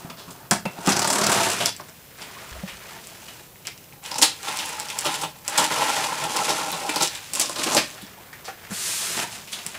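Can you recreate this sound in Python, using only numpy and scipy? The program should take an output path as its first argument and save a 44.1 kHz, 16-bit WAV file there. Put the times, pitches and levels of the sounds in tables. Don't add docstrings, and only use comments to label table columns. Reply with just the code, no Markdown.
import sys
import numpy as np
from scipy import signal
from scipy.fft import rfft, irfft
from scipy.io import wavfile

SR = 44100
rng = np.random.default_rng(int(sys.argv[2]) if len(sys.argv) > 2 else 0)


def to_wav(s):
    ch = np.atleast_2d(s).T
    pcm = np.round(np.clip(ch, -1, 1) * 32767)
    wavfile.write(sys.argv[1], SR, pcm.astype(np.int16))


def volts_from_db(level):
    exponent = np.asarray(level, float) / 20
    return 10 ** exponent


N = 431298

# pitch_hz, level_db (per Hz)
HISS_COLOUR = [(15, -31), (25, -11), (140, 4), (253, -5), (530, -5), (2120, -23), (9580, -17.5),
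               (15600, -10)]
# start_s, level_db
HANDLING = [
    [(0.0, -46.5), (0.154, -55), (0.318, -47), (0.568, -58.5), (0.724, -49.5), (0.855, -39.5)],
    [(1.75, -47), (1.898, -51), (2.17, -51.5)],
    [(2.185, -42.5), (2.227, -45.5), (2.363, -44), (2.8, -47), (2.9, -43.5), (3.0, -46)],
    [(3.01, -44.5), (3.254, -43.5), (3.406, -46), (3.496, -53), (3.968, -52), (4.02, -61)],
    [(7.075, -40), (7.14, -35.5), (7.22, -41), (7.32, -39.5)],
    [(7.96, -46), (8.036, -50.5), (8.298, -54.5), (8.69, -51.5)],
    [(9.08, -33.5), (9.235, -28), (9.26, -39.5), (9.36, -35.5), (9.45, -44.5), (9.51, -43.5), (9.56, -38.5),
     (9.72, -41), (9.78, -40)],
]
# scrape_db, panel_db
HANDLING_MIX = [(-10, 4.5), (-0.5, -14), (2, -1.5), (-3.5, -6.5), (-1.5, -11), (6.5, 2.5), (-3.5, -7.5)]
# start_s, level_db
CUTS = [
    [(0.862, -28.5), (0.918, -24.5), (1.042, -35), (1.338, -20.5), (1.526, -24), (1.576, -29), (1.698, -32),
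     (1.74, -67)],
    [(4.03, -43.5), (4.096, -38), (4.222, -44), (4.42, -41.5)],
    [(4.43, -35.5), (4.494, -30), (4.646, -33.5), (4.926, -37.5), (5.074, -31.5), (5.12, -32),
     (5.16, -28.5), (5.22, -35.5), (5.27, -49), (5.44, -50)],
    [(5.46, -42), (5.526, -31.5), (5.646, -23), (5.7, -32)],
    [(5.71, -27), (5.826, -27), (5.94, -27.5), (5.99, -27.5), (6.17, -33), (6.25, -28.5), (6.275, -36),
     (6.3, -29)],
    [(6.31, -29), (6.408, -27), (6.54, -27.5), (6.65, -29.5), (6.75, -31.5), (6.88, -31.5), (6.99, -29.5),
     (7.06, -42)],
    [(7.33, -37.5), (7.398, -26.5), (7.54, -36)],
    [(7.55, -34.5), (7.632, -25.5), (7.722, -26.5), (7.838, -36.5), (7.95, -39.5)],
]
# scrape_db, panel_db
CUT_MIX = [(-6, -1.5), (-2, -5.5), (-2.5, -4), (1, -2.5), (0, 2), (-5, -0.5), (-10, -6), (-6.5, -6)]
# pitch_hz, level_db (per Hz)
TEAR_COLOUR = [(1470, -35), (2500, 2), (2800, 2), (3500, 0), (4650, -0.5), (7520, -0.5), (10600, -5.5),
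               (15600, -23)]
# pitch_hz, width_hz, level_db
SCRAPE_MODES = [(1560, 1490, 17), (2540, 69, 15), (2600, 18, 14), (3500, 4300, -11)]
# pitch_hz, width_hz, level_db
TOP_PANEL = [(103, 17, -7), (198.5, 50, -4), (279.3, 14, -5), (360, 92, -6), (677, 130, -3),
             (918, 138, 1.5), (990, 232, 0), (1360, 670, -8.5)]
# pitch_hz, width_hz, level_db
EDGE_PANEL = [(160, 45, -11), (310, 45, -8), (460, 110, -9), (640, 40, -6), (770, 45, -1), (865, 105, 1.5),
              (1050, 75, -3), (1355, 70, -5.5)]
# pitch_hz, width_hz, level_db
LOW_PANEL = [(161, 90, -5.5), (320, 110, -1), (597, 144, 1), (853, 70, 1.5), (1050, 89, 2.5),
             (1410, 590, -8)]
# pitch_hz, decay_t60_s
WALL_T60 = [(100, 0.3), (700, 0.16), (2000, 0.27), (5000, 0.23), (13000, 0.11)]
# start_s, level_db, pitch_hz, decay_t60_s
KNOCKS = [(0.048, -18, 172, 0.04), (0.094, -40, 168, 0.2), (0.278, -33, 184, 0.24), (0.51, -16, 176, 0.1),
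          (0.653, -16, 200, 0.03), (0.654, -19, 880, 0.06), (0.788, -22, 188, 0.07),
          (0.872, -13.5, 261.3, 0.22), (3.931, -43, 136, 0.11), (4.48, -29.5, 423, 0.15),
          (5.583, -32, 306, 0.38), (6.892, -14.5, 295, 0.054), (6.961, -25, 301, 0.074),
          (7.026, -18.5, 355, 0.098), (7.396, -15, 328, 0.022), (7.661, -14, 318, 0.052),
          (7.759, -17, 318, 0.052), (8.028, -25.5, 196, 0.1), (8.481, -24.5, 474, 0.052),
          (0.78, -22, 640, 0.04), (4.19, -26, 260, 0.082), (0.875, -8.5, 828, 0.074),
          (5.58, -12, 1050, 0.046), (1.305, -18, 877, 0.16), (1.41, -11, 900, 0.084),
          (4.78, -18, 870, 0.034), (0.876, -8, 197, 0.15), (7.766, 0.5, 570, 0.024),
          (0.5095, -12, 553, 0.036), (0.513, -15, 958, 0.06), (2.634, -23, 560, 0.035),
          (4.218, -32, 290, 0.072), (0.658, -9, 536, 0.026), (8.707, -22, 187, 0.033),
          (7.716, -16, 906, 0.074), (5.045, -16, 830, 0.1), (5.232, -19, 830, 0.05),
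          (9.169, -22, 222, 0.034)]
# start_s, level_db, pitch_hz, decay_t60_s
PATS = [
    (0.517, -11, 172, 0.07),
    (0.661, -9.5, 178, 0.08),
    (2.633, -12, 185, 0.075),
    (8.478, -18, 770, 0.11),
    (8.716, -13, 190, 0.07),
]
# start_s, level_db, pitch_hz, decay_t60_s
BLADE_RINGS = [
    (0.6565, -23, 2680, 0.09),
    (0.8756, -19, 2750, 0.06),
    (4.591, -22, 3000, 0.06),
    (9.53, -29, 3500, 0.07),
    (8.329, -36, 1800, 0.04),
]
# start_s, level_db, pitch_hz, decay_t60_s
STEPS = [
    (2.515, -24.5, 65, 0.15),
    (2.559, -30, 63, 0.3),
    (2.719, -42, 51.1, 0.36),
    (7.099, -43, 97, 0.33),
]
# start_s, level_db, pitch_hz
TOP_TICKS = [(0.0989, -32, 5780), (0.1019, -32, 4860), (0.1062, -31, 5440), (0.1731, -33, 4550),
             (0.3108, -26, 8580), (0.5109, 1, 6830), (0.5132, -15, 6460), (0.5337, -12, 7230),
             (0.6564, -26, 4610), (0.7127, -32, 6880), (0.8481, -26, 7170), (0.8631, -11, 6780),
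             (0.8737, -6, 7090), (0.9681, -8, 6110), (0.9937, -7, 7520), (0.9964, -13, 6330),
             (1.0285, -10, 6660), (1.0765, -11, 6990), (1.1026, -9, 6470), (1.1059, -9, 5480),
             (1.1284, -10, 7200), (1.154, -11, 7710), (1.1843, -12, 6320), (1.1867, -12, 6210),
             (1.2401, -9, 8750), (1.2432, -11, 6140), (1.2461, -10, 6440), (1.2653, -9, 6690),
             (1.2684, -2, 6480), (1.3182, -5, 7340), (1.3282, -7, 6390), (1.3468, -9, 6510),
             (1.4146, -13, 5830), (1.4367, -13, 5660), (1.5019, -9, 7790), (1.5201, -12, 8030),
             (1.5352, -14, 7790), (1.6558, -12, 7350), (1.6593, -3, 6010), (1.6685, -11, 7420),
             (1.765, -20, 7530), (1.8092, -28, 5400), (1.8863, -33, 6690), (1.8908, -33, 7700),
             (1.8964, -32, 5760), (2.2194, -24, 5270), (2.4914, -29, 7050), (2.5101, -29, 6390),
             (3.0715, -21, 8490), (3.558, -37, 1900), (3.654, -34, 3900), (3.9255, -35, 2300),
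             (3.6708, -11, 6470), (3.7778, -29, 6300)]
# start_s, level_db, pitch_hz
EDGE_TICKS = [(4.0398, -24, 7330), (4.0617, -21, 7330), (4.1167, -16, 5260), (4.1199, -25, 4490),
              (4.1431, -15, 5650), (4.1821, -19, 5270), (4.1852, -11, 7740), (4.2173, -3, 6630),
              (4.2222, 0, 7510), (4.2297, 1, 4930), (4.4311, -22, 7350), (4.5725, -12, 8640),
              (4.5892, -13, 5810), (4.6588, -15, 9940), (4.6919, -15, 8540), (4.7306, -24, 6200),
              (4.7993, -10, 7700), (4.8862, -19, 5360), (4.9017, -15, 6830), (4.9848, -21, 12090),
              (4.987, -13, 7120), (4.9894, -5, 7400), (5.0098, -13, 9460), (5.0487, -13, 8560),
              (5.0576, -12, 5950), (5.064, -13, 8340), (5.0694, -12, 6100), (5.1419, -12, 6700),
              (5.2131, -20, 8490), (5.3884, -34, 7810), (5.4185, -36, 6910), (5.45, -27, 7040),
              (5.4796, -5, 7120), (5.4976, -15, 8470)]
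# start_s, level_db, pitch_hz
LOW_TICKS = [(5.5791, -5, 7380), (5.6426, -8, 6810), (6.0689, -19, 5770), (6.2394, -14, 8410),
             (6.3648, -9, 8660), (6.37, -9, 6000), (6.7178, -11, 12550), (6.8676, -21, 5730),
             (6.8926, -15, 7170), (6.8982, -13, 7540), (6.9611, -10, 9370), (7.0143, -8, 6150),
             (7.0228, -6, 7280), (7.0306, -7, 6430), (7.033, -5, 7300), (7.0745, -11, 6870),
             (7.0793, -11, 5820), (7.1509, -18, 7520), (7.3348, -10, 7970), (7.3521, -8, 8120),
             (7.3973, -2, 8370), (7.4003, -3, 8230), (7.413, -4, 8620), (7.4587, -14, 5080),
             (7.5607, -20, 6070), (7.5638, -20, 5840), (7.7481, -9, 8150), (7.7698, -7, 4980),
             (8.021, -26, 10040), (8.0243, -28, 9690), (8.0668, -31, 5690), (8.3307, -32, 4270),
             (8.4462, -31, 6850), (8.4518, -28, 6630), (8.4549, -27, 7360), (8.7083, -27, 6970),
             (9.1921, -15, 5700), (9.4742, -30, 5340), (9.665, -8, 8240)]
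# start_s, lag_s
WALL_ECHO = [(0, .0055), (6.9, .0055), (7.0, .0049), (7.5, .0049), (7.6, .0057)]
# start_s, level_db, pitch_hz, burst_s
SLIPS = [(0.099, -23.5, 2750, 0.0048), (0.5115, -5.5, 8000, 0.0023), (0.652, -16, 2330, 0.0053),
         (0.871, -12.5, 2600, 0.015), (0.918, -11.5, 5200, 0.0059), (0.511, -7.5, 1800, 0.01),
         (4.112, -20, 4600, 0.0045), (4.154, -20.5, 5000, 0.0081), (4.1815, -14, 7500, 0.0052),
         (4.2135, -10, 3840, 0.0038), (4.428, -29, 3070, 0.0045), (4.481, -15, 3080, 0.0035),
         (4.8, -22.5, 4540, 0.0046), (5.05, -10.5, 2900, 0.022), (5.232, -13.5, 3100, 0.0085),
         (5.481, -18.5, 7360, 0.0035), (5.5745, -8, 7500, 0.011), (5.578, -8, 3280, 0.017),
         (6.237, -14, 3000, 0.0051), (6.3594, -18.5, 4550, 0.012), (6.4906, -11, 5200, 0.01),
         (6.725, -17.5, 3730, 0.0064), (6.958, -10.5, 4450, 0.0045), (7.494, -18, 8150, 0.0026),
         (7.666, -13, 2790, 0.0079)]
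# start_s, level_db, pitch_hz, burst_s
TAPE_SNAPS = [(0.3044, -31, 7840, 0.0053), (0.8624, -28, 2700, 0.0037), (0.8905, -8.5, 7260, 0.0041),
              (1.6572, -6, 4500, 0.0032), (7.774, -2, 2200, 0.01), (3.6687, -19, 2220, 0.011),
              (3.67, -26, 4900, 0.0088), (3.776, -33, 2610, 0.0046), (4.0466, -23, 2900, 0.01),
              (4.0584, -26, 3800, 0.0057), (4.2215, -2, 3800, 0.013), (4.2215, -1.5, 8200, 0.0088),
              (4.24, -8.5, 3820, 0.01), (4.5662, -23, 4120, 0.0067), (4.589, -14, 2900, 0.013),
              (4.689, -30, 3720, 0.0057), (4.885, -23, 3570, 0.01), (4.8992, -18, 2920, 0.01),
              (4.987, -23, 8200, 0.0075), (5.1411, -18, 3800, 0.0043), (5.7169, -16.5, 2730, 0.017),
              (6.8914, -8, 2600, 0.0047), (7.02, -11.5, 7600, 0.014), (7.022, -12, 3970, 0.025),
              (7.1502, -20, 3470, 0.005), (7.3345, -15, 8940, 0.0047), (7.353, -19, 8290, 0.01),
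              (7.4, -12, 7000, 0.006), (7.411, -11, 7000, 0.0066), (7.7657, -5.5, 4470, 0.006),
              (8.0092, -31, 3530, 0.02), (8.4474, -28, 4800, 0.021), (9.472, -27, 2690, 0.0081),
              (9.518, -23.5, 8500, 0.018), (9.5264, -16.5, 3500, 0.0087), (9.5857, -21, 3050, 0.006)]
# start_s, level_db, pitch_hz, burst_s
MORE_SLIPS = [(5.2125, -18.5, 8400, 0.0084), (5.815, -13, 2980, 0.014), (5.95, -19, 5900, 0.025),
              (6.41, -24, 7000, 0.0071), (6.478, -12, 2560, 0.011), (6.56, -22, 5600, 0.0086),
              (5.7586, -16.5, 3070, 0.03), (5.8801, -15.5, 2570, 0.016), (7.004, -11, 3750, 0.0085),
              (7.558, -21, 4060, 0.0083), (7.585, -18.5, 4130, 0.013), (7.7137, -16, 6160, 0.042),
              (7.7465, -10, 8060, 0.0048), (7.7725, -13.5, 4360, 0.0092)]
# start_s, level_db, pitch_hz, jolt_db, burst_s
RUSTLES = [(0.173, -30, 3880, -12.5, 0.041), (0.78, -32, 2730, -7, 0.0046), (1.7966, -24, 1960, -6, 0.0027),
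           (1.8846, -27.5, 1780, -14, 0.0032), (2.6736, -22, 2680, -20, 0.027),
           (3.2814, -23.5, 2760, -20, 0.0071), (1.6, -10.5, 2900, -14, 0.021),
           (2.218, -21, 2800, -22, 0.01), (3.65, -25, 2680, -27, 0.011), (8.327, -21.5, 1820, -41, 0.0081),
           (8.478, -14.5, 1500, -24, 0.008), (8.7053, -31, 8900, -7, 0.011), (8.706, -22, 1600, -28, 0.02),
           (9.169, -13, 1800, -14, 0.0054), (9.189, -11, 2220, -16.5, 0.0046),
           (9.213, -13, 1800, -21, 0.015), (9.656, -26, 2500, -14, 0.0057), (9.662, -22, 8500, -16, 0.003),
           (9.7411, -19.5, 2210, -21, 0.012)]
# start_s, level_db
SWIPE = [(8.69, -57), (8.706, -49), (8.736, -35), (8.87, -29), (9.052, -31), (9.226, -36), (9.276, -51),
         (9.368, -48), (9.42, -65)]
# pitch_hz, level_db (per Hz)
PALM_COLOUR = [(150, -45), (250, -22.5), (366, -6), (670, -28), (824, -6.5), (2720, 1.5), (8800, 5),
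               (15600, -10)]
# pitch_hz, side_minus_mid_db
SPREAD = [(60, -16), (200, -39), (500, -32), (1290, -35), (2380, -29), (4400, -22.5), (8120, -19.5),
          (15000, -16.5)]

FLUTES_FROM_S, FLUTE_S, FLUTE_COUNT = 0.962, 0.0275, 14


def in_time(rows):
    s, *columns = np.transpose(rows)
    return [np.interp(np.arange(N) / SR, s, column) for column in columns]


def at_hz(points, hz):
    points = np.array(points)
    return np.interp(np.log(hz + 1), np.log(points[:, 0]), points[:, 1])


def rms_one(x):
    return x / np.sqrt(np.mean(x ** 2) + 1e-20)


def coloured(x, spectrum):
    hz = np.fft.rfftfreq(N, 1 / SR)
    inside = (hz > spectrum[0][0]) & (hz < spectrum[-1][0])
    return irfft(rfft(x) * volts_from_db(at_hz(spectrum, hz)) * inside, N)


def flicker(rate):
    r = np.exp(-2 * np.pi * rate / SR)
    drift = signal.lfilter([1], [1, -2 * r, r * r], rng.standard_normal(N + SR))
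    return rms_one(drift[SR:])


def resonance(x, hz, width):
    r = np.exp(-np.pi * width / SR)
    zeros = np.array([1, 0, -1]) * (1 - r * r) / 2
    return signal.lfilter(zeros, [1, -2 * r * np.cos(2 * np.pi * hz / SR), r * r], x)


def body(x, modes, wander_db=0):
    out = np.zeros(len(x))
    for k, (hz, width, db) in enumerate(modes):
        if wander_db:
            db = db + wander_db * flicker(15)
        out += (-1) ** k * volts_from_db(db) * resonance(x + 1e-18, hz, width)
    return out


def grains(per_s, spread_db, patchy_db, patch_rate):
    sizes = volts_from_db(spread_db * np.minimum(rng.exponential(1, N), 5)) * rng.choice([-1, 1], N)
    breaking = rng.random(N) < per_s / SR
    return sizes * breaking * volts_from_db(patchy_db * flicker(patch_rate))


def hiss():
    noise = coloured(rng.standard_normal(N), HISS_COLOUR)
    top_band = signal.butter(6, [13000, 15500], "band", fs=SR, output="sos")
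    return volts_from_db(-55.5) * noise / np.std(signal.sosfilt(top_band, noise))


def pressure():
    rows = []
    for curve, (scrape_db, panel_db) in zip(CUTS + HANDLING, CUT_MIX + HANDLING_MIX):
        rows += [(s, db, db + scrape_db, db + panel_db) for s, db in curve]
    return sorted(rows)


def strokes():
    tear_db, scrape_db, panel_db = in_time(pressure())
    crossed = (np.arange(N) / SR - FLUTES_FROM_S) / FLUTE_S
    tear_db = tear_db - 7 * ((crossed > -1) & (crossed < FLUTE_COUNT - 1))
    fibres = grains(5000, spread_db=3.0, patchy_db=1.8, patch_rate=70)
    tearing = rms_one(coloured(fibres, TEAR_COLOUR))
    contacts = grains(5000, spread_db=2.5, patchy_db=2.4, patch_rate=40)
    scraping = rms_one(body(contacts, SCRAPE_MODES))
    rubbing = rms_one(grains(9000, spread_db=2.0, patchy_db=2.0, patch_rate=30))
    air = volts_from_db(tear_db - 3.5) * tearing + volts_from_db(scrape_db - 3.0) * scraping
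    return air, volts_from_db(panel_db - 2.0) * rubbing


def box(force, wander_db=0):
    t, white = np.arange(N) / SR, rng.standard_normal(SR)
    top, edge, low = (body(force, panel, wander_db) / np.std(body(white, panel))
                      for panel in (TOP_PANEL, EDGE_PANEL, LOW_PANEL))
    on_top = (t < 3.9) | (t > 7.95)
    return np.where(on_top, top, np.where(t < 7.3, edge, low))


def room(x):
    stance = 16384
    hop, t, tails = stance // 2, np.arange(stance) / SR, 0
    for low in 45 * 2. ** np.arange(9):
        band = signal.butter(2, [low, min(2 * low, 21000)], "band", fs=SR, output="sos")
        noise = signal.sosfilt(band, rng.standard_normal((8, stance)))
        tails = tails + noise * volts_from_db(-60 * t / at_hz(WALL_T60, 1.2 * low))
    first_echo_s = 0.0091
    tails = tails * np.clip(t / first_echo_s, 0, 1) ** 2
    tails = tails / np.sqrt(np.sum(tails ** 2, axis=1, keepdims=True))
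    padded, out = np.pad(x, (hop, stance)), np.zeros(N + 4 * stance)
    fade = np.sqrt(np.hanning(stance))
    for k, start in enumerate(range(0, N + hop, hop)):
        piece = padded[start:start + stance] * fade
        out[start:start + 2 * stance - 1] += signal.fftconvolve(piece, tails[k % 8])
    return out[hop:hop + N]


def thuds(hits, rise_s, partner):
    out, t = np.zeros(N + SR // 2), np.arange(SR // 2) / SR
    for s, peak_db, hz, t60 in hits:
        ring = np.sin(2 * np.pi * hz * t) + .5 * np.sin(2 * np.pi * partner * hz * t)
        start = round(s * SR)
        decay = volts_from_db(peak_db - 4.5 - 60 * t / t60)
        out[start:start + len(t)] += decay * (1 - np.exp(-t / rise_s)) * ring
    return out[:N]


def ticks():
    out, t = np.zeros(N + 200), np.arange(200) / SR
    decay_cycles = 1.15
    for s, peak_db, hz in TOP_TICKS + EDGE_TICKS + LOW_TICKS:
        start = round(s * SR)
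        pulse = np.sin(2 * np.pi * hz * t) * np.exp(-t * hz / decay_cycles)
        out[start:start + 200] += volts_from_db(peak_db + 4.0) * pulse
    off_board = out[:N] + .6 * np.roll(out[:N], 17)
    near = signal.sosfilt(signal.butter(1, 1500, "high", fs=SR, output="sos"), off_board)
    lag = (in_time(WALL_ECHO)[0] * SR).astype(int)
    late = near[np.maximum(np.arange(N) - lag, 0)]
    return near + volts_from_db(-5) * signal.sosfilt(signal.butter(1, 7000, fs=SR, output="sos"), late)


def catches():
    events = list(RUSTLES)
    for table, jolt_db in ((SLIPS, -11.5), (TAPE_SNAPS, -25.5), (MORE_SLIPS, -10.5)):
        events += [(s, db + 1, hz, jolt_db, burst_s) for s, db, hz, burst_s in table]
    for k, (late, strong, high) in enumerate(rng.standard_normal((FLUTE_COUNT, 3))):
        s = FLUTES_FROM_S + k * FLUTE_S + 0.001 * late
        events.append((s, -11.5 + 0.8 * strong, 7200 * (1 + 0.16 * high), -9, 0.0059))
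    return events


def snaps():
    air, force, t = np.zeros(N + 4000), np.zeros(N + 4000), np.arange(4000) / SR
    crackle = volts_from_db(-13) * np.exp(-t / 0.026)
    for s, peak_db, hz, jolt_db, burst_s in catches():
        bright, dull = rng.standard_normal((2, 4000))
        rise = 1 - np.exp(-t / (0.41 * burst_s))
        flurry = (np.exp(-t / burst_s) + crackle) * rise
        crack = bright * (0.19 + np.abs(dull)) * flurry
        broad = min(1, hz / 4500) * signal.lfilter([1, -1], [1, -.7], crack)
        crack = .8 * broad + 2.0 * resonance(crack, hz, .42 * hz)
        start = round(s * SR)
        air[start:start + 4000] += volts_from_db(peak_db - 8.0) * crack
        force[start:start + 4000] += volts_from_db(peak_db + jolt_db + 3.5) * dull * flurry
    return signal.sosfilt(signal.butter(2, 9550, fs=SR, output="sos"), air[:N]), force[:N]


def swipe():
    t = np.arange(N) / SR
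    touching = (t > SWIPE[0][0]) & (t < SWIPE[-1][0])
    skin = grains(20000, spread_db=1.5, patchy_db=.3, patch_rate=60)
    return volts_from_db(in_time(SWIPE)[0] + 2.0) * touching * rms_one(coloured(skin, PALM_COLOUR))


def scene():
    stroke_air, stroke_force = strokes()
    snap_air, snap_force = snaps()
    steady = stroke_air + ticks() + swipe() + box(stroke_force, wander_db=1.8)
    blows = thuds(KNOCKS, rise_s=.002, partner=1.45) + thuds(BLADE_RINGS, rise_s=.001, partner=.93)
    sudden = snap_air + box(snap_force)
    echoes = room(volts_from_db(-7) * sudden + volts_from_db(-11) * blows + volts_from_db(-13.5) * steady)
    pats = thuds(PATS, rise_s=.01, partner=1.06)
    steps = thuds(STEPS, rise_s=.0083, partner=1.43)
    mid = steady + sudden + blows + pats + echoes + steps + hiss()
    side = volts_from_db(2) * coloured(np.roll(mid, 90), SPREAD)
    return mid + side * [[1], [-1]]


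def band_limit(x):
    return signal.sosfilt(signal.butter(12, 15710, fs=SR, output="sos"), x)


def record(dry):
    top_cut = signal.cheby2(12, 50, 16500, fs=SR, output="sos")
    mix = signal.sosfilt(top_cut, np.clip(dry, -1, 1))
    return band_limit(mix)


dry = scene()
out = record(dry)
to_wav(out)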